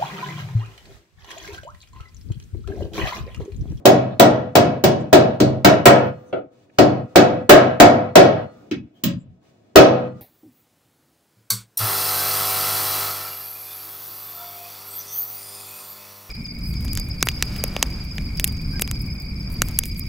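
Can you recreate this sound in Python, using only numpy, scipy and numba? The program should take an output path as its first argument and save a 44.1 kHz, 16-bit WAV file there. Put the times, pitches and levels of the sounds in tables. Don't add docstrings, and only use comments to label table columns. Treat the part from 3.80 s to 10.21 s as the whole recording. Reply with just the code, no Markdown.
import sys
import numpy as np
from scipy import signal
from scipy.fft import rfft, irfft, next_fast_len
from scipy.io import wavfile
from scipy.ndimage import uniform_filter1d
from numba import njit

SR = 44100
rng = np.random.default_rng(int(sys.argv[2]) if len(sys.argv) > 2 else 0)


def unload_audio(sound):
    columns = np.transpose(np.atleast_2d(sound))
    steps = np.round(np.clip(columns, -1, 1) * 32767)
    wavfile.write(sys.argv[1], SR, steps.astype(np.int16))


def undo_db(level):
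    steps = np.asarray(level, float) / 20
    return 10 ** steps


N = 282678
BAND_CENTRES_HZ = 45 * 2 ** np.arange(0, 8.5, 1 / 5)


def shape(table, hz):
    f, v = np.transpose(table)
    return np.interp(np.log(hz), np.log(np.maximum(f, 1)), v)


# f/Hz, correlation
LIKENESS = [(60, 0.85), (250, 0.93), (500, 0.12), (2000, .01), (16000, .01)]


def band(hz, width, lumps_db=0., lump_hz=45):
    size = next_fast_len(N)
    f = np.arange(size // 2 + 1) * SR / size
    inside = np.flatnonzero(abs(f - hz) < 1.6 * width)
    draw = rng.standard_normal((2, 2, len(inside)))
    lumps = np.interp((f[inside] - f[inside[0]]) / lump_hz, np.arange(400), rng.standard_normal(400))
    skirt = np.exp(-((f[inside] - hz) / width) ** 4)
    z = np.zeros((2, len(f)), complex)
    z[:, inside] = (draw[0] + 1j * draw[1]) * skirt * undo_db(lumps_db * lumps)
    like = np.clip(shape(LIKENESS, hz), 0, 1)
    mid, side = irfft(z, size)[:, :N] * np.sqrt([[1 + like], [1 - like]])
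    pair = np.array([mid + side, mid - side])
    return pair / pair.std()


def band_width_db(hz):
    return 10 * np.log10(hz / 660)


# t/s, level/dB, clang/dB, hardness/dB, suppressor hold/s
BLOWS = [(.055, -2.5, -3, -1, .31), (0.397, -2.5, 1, -0.5, 0.32), (0.754, -4.5, -0.6, -2, .31),
         (1.039, -7.5, -4.5, -3.5, .4), (1.329, -2, -2.2, -6.5, .31), (1.602, -10.5, -5.5, -9.5, .31),
         (1.847, -3.5, 3.5, -1, .31), (2.056, -2, 5, 0, 0.25), (2.986, -4.5, -3, -12.5, 0.25),
         (3.358, -2, 0.5, -8.5, 0.28), (3.694, 1, 4.5, 2.5, .34), (4.0, 0.5, 3, -4.5, .32),
         (4.356, 1.5, 0.6, -6, 0.3), (5.958, 3, 0.1, -6.5, 0.41)]
# t/s, level/dB, suppressor hold/s, hum muted/s
TAPS = [
    (2.528, -25, 0.083, 0.19),
    (4.912, -21.5, 0.053, .24),
    (5.237, -17, 0.099, 0.38),
]


def hits():
    treble_hold_max_s, tap_bass_hold_s = 0.34, 0.13
    blows = [(s, min(hold, treble_hold_max_s), hold) for s, *rest, hold in BLOWS]
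    taps = [(s, hold, tap_bass_hold_s) for s, db, hold, muted in TAPS]
    return np.array(blows + taps)


def let_through():
    t = np.arange(N) / SR
    patchy_db, patches_per_s, slide_s = 2.5, 14, .03
    steps = [(s, -46, -1.5) for s, *rest in BLOWS]  # s, hum dB, hiss dB
    for s, db, hold, muted in TAPS:
        steps += [(s, -57, -2), (s + muted, -53.5, 4.5)]
    s, hum_db, hiss_db = np.transpose(sorted(steps))
    last = np.searchsorted(s, t) - 1
    earlier_tail_db = -38.5 - 160 * t
    hum_db = np.where(last < 0, earlier_tail_db, hum_db[last])
    patches_db = patchy_db * rng.standard_normal(N)[(t * patches_per_s).astype(int)]
    hiss_db = np.where(last < 0, -11, hiss_db[last]) + patches_db
    return uniform_filter1d(np.array([hum_db, hiss_db]), max(int(slide_s * SR), 1), axis=1)


# f/Hz, level/dB per Hz
HUM = [(25, -7.5), (50, -21), (115, 4.5), (160, -4), (200, -0.5), (290, 0), (370, -1), (480, -7),
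       (680, -3.5), (800, -14.5), (1500, -23.5), (3000, -28.5), (7000, -35), (12000, -49.5), (15300, -47.5)]


def garage_hum():
    hum_db, hiss_db = let_through()
    air = 0
    for hz in BAND_CENTRES_HZ:
        treble_share = np.clip(np.log2(hz / 700) / 2, 0, 1)
        level_db = shape(HUM, hz) + band_width_db(hz) + hum_db + hiss_db * treble_share - 10
        air = air + band(hz, hz / 13, lumps_db=3.4) * undo_db(level_db)
    return air


def forerunner(loud, early=0.0032, db=-21, hz=1200):
    dull = signal.lfilter(*signal.butter(2, hz, fs=SR), loud)
    return undo_db(db) * np.roll(dull, -int(early * SR), axis=1)


def contact():
    kick = np.zeros(N)
    for s, db, *rest in BLOWS:
        kick[int(s * SR)] = undo_db(db)
    size = int(.0007 * SR)
    shove = -np.convolve(kick, np.sin(np.pi * np.arange(size) / size))[:N]
    return signal.lfilter(*signal.butter(2, 150, "high", fs=SR), shove)


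# f/Hz, level/dB per Hz
SHEET = [(24, -58), (40, -37.5), (97, -5), (172, -0.5), (278, -4), (461, -7.5), (639, -2), (782, -10),
         (933, -13), (1230, -11.5), (2040, -21), (6020, -37), (8360, -55.5), (15300, -77.5), (16500, -84)]
# f/Hz, t60/s
SHEET_T60 = [(60, 0.93), (160, .85), (420, 0.59), (1100, 0.56), (2900, 0.6), (7700, 0.24), (16000, 0.11)]
# f/Hz, level/dB per Hz
TAP_COLOURS = [
    [(35, -56), (60, -35), (240, -12), (366, -4), (675, -1), (938, -19), (1080, -23), (1190, -11.5),
     (1430, -11.5), (1690, -27), (1990, -26), (3340, -35.5), (5220, -55), (15000, -85), (16500, -85)],
    [(35, -49), (60, -18), (311, -3), (403, -14), (615, -29), (854, -29), (1010, -28), (1470, -24),
     (1990, -26), (2580, -21.5), (4430, -37), (5600, -34), (8350, -58), (15400, -63), (16500, -85)],
    [(35, -41), (60, -18.5), (219, 2), (318, -12.5), (442, -35), (559, -13), (759, -37.5), (1190, -17),
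     (1300, -23), (1730, -24.5), (4030, -27), (7250, -28.5), (8350, -48), (15400, -31.5), (16500, -54)],
]


def colours(hz):
    overdrive_db = -0.74
    blows = []
    for s, db, clang, hard, hold in BLOWS:
        boom = -8 - 0.9 * db
        bite = 1.65 + 0.2 * hard
        tilt = [(150, boom), (450, 0.012), (1500, clang), (5000, bite), (12000, hard)]
        blows.append(shape(tilt, hz) + db + overdrive_db)
    plain = shape(SHEET, hz) + 6 / shape(SHEET_T60, hz)
    taps = [shape(own, hz) - plain + db + 12 for (s, db, *holds), own in zip(TAPS, TAP_COLOURS)]
    return np.array(blows + taps)


@njit
def ring(starts, hz, t60, rise, gain):
    out = np.zeros((2, N))
    for h in range(len(starts)):
        for m in range(len(t60)):
            p = np.exp(2j * np.pi * hz[h, m] / SR - np.log(1000) / (t60[m] * SR))
            q, z, r = np.exp(-1 / (rise[m] * SR)), 1 + 0j, 1.
            stop = starts[h] + int(min(t60[m], .6) * SR)
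            for i in range(starts[h], min(N, stop)):
                z, r = z * p, r * q
                w = (1 - r) * min(1., (stop - i) / 4000)
                out[0, i] += w * (z * gain[h, m, 0]).imag
                out[1, i] += w * (z * gain[h, m, 1]).imag
    return out


# f/Hz, level/dB, t60/s
PANEL = [(102.4, -7, 1.3), (129.2, -2, 1.2), (181.5, -15.5, 1.8), (200.8, -7, 0.66), (234.6, -17.5, 2.8),
         (297, 1.5, 0.43), (299.7, 2.5, .5), (356.2, 2.5, 0.3), (385.2, 6.5, 0.34), (471.4, -1, 0.33),
         (503, -6, 1.1), (560.7, 2, .5), (602, -13, 0.64), (635.6, -3, 0.65), (631, -4.5, 0.38),
         (667, -7.5, 0.45), (700.3, 0, 0.5), (840, -20.5, .5), (1010, -18.5, 0.13), (1071, -17, .7),
         (1125, -15, .45), (1195, -22, 1.8), (1265, -20, .8), (1400, -20, 1.1), (1685, -24, .8),
         (2590, -30, .6)]


def panel(rows, strong_db=-10, scatter_db=2.5, turns=0.89):
    f, db, t60 = np.transpose(PANEL[:17])
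    chance = rng.standard_normal((len(rows), len(f), 4))
    size = undo_db(db + strong_db + colours(f) + scatter_db * chance[..., 0])
    apart = np.arccos(np.clip(shape(LIKENESS, f), 0, 1)) * chance[..., 1]
    phase = 3 * chance[..., 2, None] + apart[..., None] * [.5, -.5]
    gain = size[..., None] * np.exp(1j * phase)
    starts = (rows[:, 0] * SR).astype(np.int64)
    return ring(starts, f * (1 + 0.0023 * chance[..., 3]), t60, turns / f, gain)


def fading(rows, hz, t60, rise, uneven_db):
    kick = np.zeros(N)
    kick[(rows[:, 0] * SR).astype(int)] = undo_db(2 * (colours(hz) + uneven_db))
    slow, quick = np.exp(-2 * np.log(1000) / (t60 * SR)), np.exp(-1 / (rise * SR))
    power = signal.lfilter([1 - quick], np.convolve([1, -slow], [1, -quick]), kick)
    return np.sqrt(np.maximum(power, 0))


# f/Hz, level/dB per Hz
CRACK = [(300, -16.5), (1500, -3), (4000, -7.5), (7000, -12.5), (12000, -21.5), (15200, -27), (16800, -21)]
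# f/Hz, t60/s
CRACK_T60 = [(1000, 0.22), (5000, 0.19), (9000, 0.075), (15000, 0.11)]


def wash_crack_and_tick(rows, wash_db=-12, crack_db=-22, tick_db=-34, tick_t60=0.03, turns=0.97):
    thinning = [(700, -3.5), (1200, -10), (5000, -9), (8000, 0)]  # Hz, dB
    tick_colour = [(1500, -8), (3500, -1.5), (8000, -17), (15000, -11)]  # Hz, dB per Hz
    steel = 0
    for hz in BAND_CENTRES_HZ:
        noise = band(hz, hz / 13, lumps_db=3.4) * undo_db(band_width_db(hz))
        uneven_db = 1.5 * rng.standard_normal(len(rows))
        t60 = shape(SHEET_T60, hz) * undo_db(.5 * rng.standard_normal())
        wash_level = undo_db(shape(SHEET, hz) + 6 / t60 + shape(thinning, hz) + wash_db)
        wash = wash_level * fading(rows, hz, t60, turns / hz, uneven_db)
        crack_fade = fading(rows, hz, shape(CRACK_T60, hz), 1 / hz, uneven_db)
        crack = undo_db(shape(CRACK, hz) + crack_db) * crack_fade
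        tick = undo_db(shape(tick_colour, hz) + tick_db) * fading(rows, hz, tick_t60, 1 / hz, 0)
        steel = steel + noise * (wash + crack + tick)
    return steel


def throbbing(rows):
    out = np.zeros((2, N))
    for (s, hz, db, t60), chance in zip(rows, rng.uniform(0, 2 * np.pi, (len(rows), 3, 1))):
        start = int(s * SR)
        t = np.arange(min(int(.55 * SR), N - start)) / SR
        throb = (1 + .4 * np.cos((40 + 8 * chance[2]) * t)) / 1.2
        fade = np.minimum(t / .002, 1) * np.clip((min(.42 * t60, .55) - t) * 14, 0, 1)
        tone = np.sin(2 * np.pi * hz * t + chance[:2] / 4)
        out[:, start:start + len(t)] += undo_db(db - 60 * t / t60) * throb * fade * tone
    return out


# f/Hz, level/dB, t60/s
RINGS = [(1200, -49, 1.8), (1270, -47, 1.4), (1405, -50, 1.4), (1946, -46, 1.1), (2546, -52, 1.0),
         (3430, -55, .85), (4264, -52, 1.0), (5195, -58, .8)]


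def pan_rings():
    rows = []
    for s, force, *rest in BLOWS:
        for hz, db, t60 in RINGS:
            own_db = 3 * rng.standard_normal()
            rows.append((s, hz, db + 1.3 * force + own_db, t60))
    return throbbing(rows)


# t/s, f/Hz, bandwidth/Hz, length/s, level/dB
SCUFFS = [(.329, 3500, 1500, .015, -55), (1.21, 7000, 2500, .015, -60), (2.27, 15300, 1500, .02, -69),
          (2.365, 140, 120, .025, -37), (2.42, 14500, 3000, .07, -82), (2.49, 6100, 400, .02, -66),
          (2.485, 8500, 5000, .025, -73), (2.902, 2200, 1600, .005, -60), (4.63, 14000, 4000, .035, -81),
          (4.8, 14000, 4000, .035, -81), (5.175, 3150, 500, .025, -65), (5.17, 14000, 4000, .03, -82),
          (5.41, 7400, 1000, .02, -66), (5.49, 130, 160, .06, -45)]


def scuffs():
    t = np.arange(N) / SR
    out = 0
    for s, hz, wide, length, db in SCUFFS:
        out = out + undo_db(db) * band(hz, wide / 2) * np.exp(-((t - s) / length * 0.87) ** 2)
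    return out


# t/s, f/Hz, level/dB, t60/s
TAP_RINGS = [(2.527, 1400, -38, .3), (2.527, 2700, -39, .16), (2.527, 2790, -45, .1),
             (2.527, 3300, -39, .16), (2.527, 2020, -45, .25), (4.914, 2550, -39, .35),
             (4.914, 2300, -43, .15), (4.914, 5400, -42, .1), (4.914, 7200, -46, .08),
             (4.914, 240, -28, .4), (5.238, 4780, -45, .45), (5.238, 4690, -44, .2),
             (5.238, 3350, -37, .25), (5.238, 4200, -42, .15), (5.238, 150, -32, .85),
             (5.238, 225, -25, .4)]


def tap_rings():
    return throbbing(TAP_RINGS)


def open_gain(depth_db, fade, late, order, duck_db=-9, ahead=0.036):
    t, rows = np.arange(N) / SR, hits()
    rows = rows[np.argsort(rows[:, 0])]
    last = np.maximum(np.searchsorted(rows[:, 0], t + 0.0013) - 1, 0)
    shut = np.clip((t - rows[last, 0] - rows[last, order] - late) / fade, 0, 1)
    soon = np.r_[rows[1:, 0], 99][last] - .005 - t
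    return undo_db(depth_db * shut + duck_db * np.exp(-(soon / ahead) ** 2) * (0.5 - shut))


def scene():
    rows = hits()
    air = garage_hum()
    steel = contact() + panel(rows) + wash_crack_and_tick(rows)
    f = np.arange(N // 2 + 1) * SR / N
    bass = irfft(rfft(steel) / (1 + (f / 260) ** 8), N)
    gated_bass = bass * open_gain(-19.5, fade=0.03, late=0.015, order=2)
    gated_rest = (steel - bass) * open_gain(-13.5, fade=0.087, late=-0.023, order=1)
    gated = gated_bass + gated_rest
    mix = air + forerunner(np.clip(gated, -1, 1)) + gated + pan_rings() + scuffs() + tap_rings()
    return mix * undo_db(.6 * np.array([[.5], [-.5]]))


# f/Hz, width/Hz, level/dB
PORT = (15300, 800, 8)


def phone_input(dry):
    knee, top_hz = 24.0, 15900
    hz, width, db = PORT
    f = np.arange(N // 2 + 1) * SR / N
    port = undo_db(db * np.exp(-((f - hz) / width) ** 2))
    heard = irfft(rfft(dry) * port / (1 + (f / top_hz) ** 120), N)
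    return heard / (1 + abs(heard) ** knee) ** (1 / knee)


def band_limit(x):
    return signal.sosfilt(signal.butter(12, 16960, fs=SR, output="sos"), x)


def record(dry):
    heard = phone_input(dry)
    return band_limit(heard)


dry = scene()
out = record(dry)
unload_audio(out)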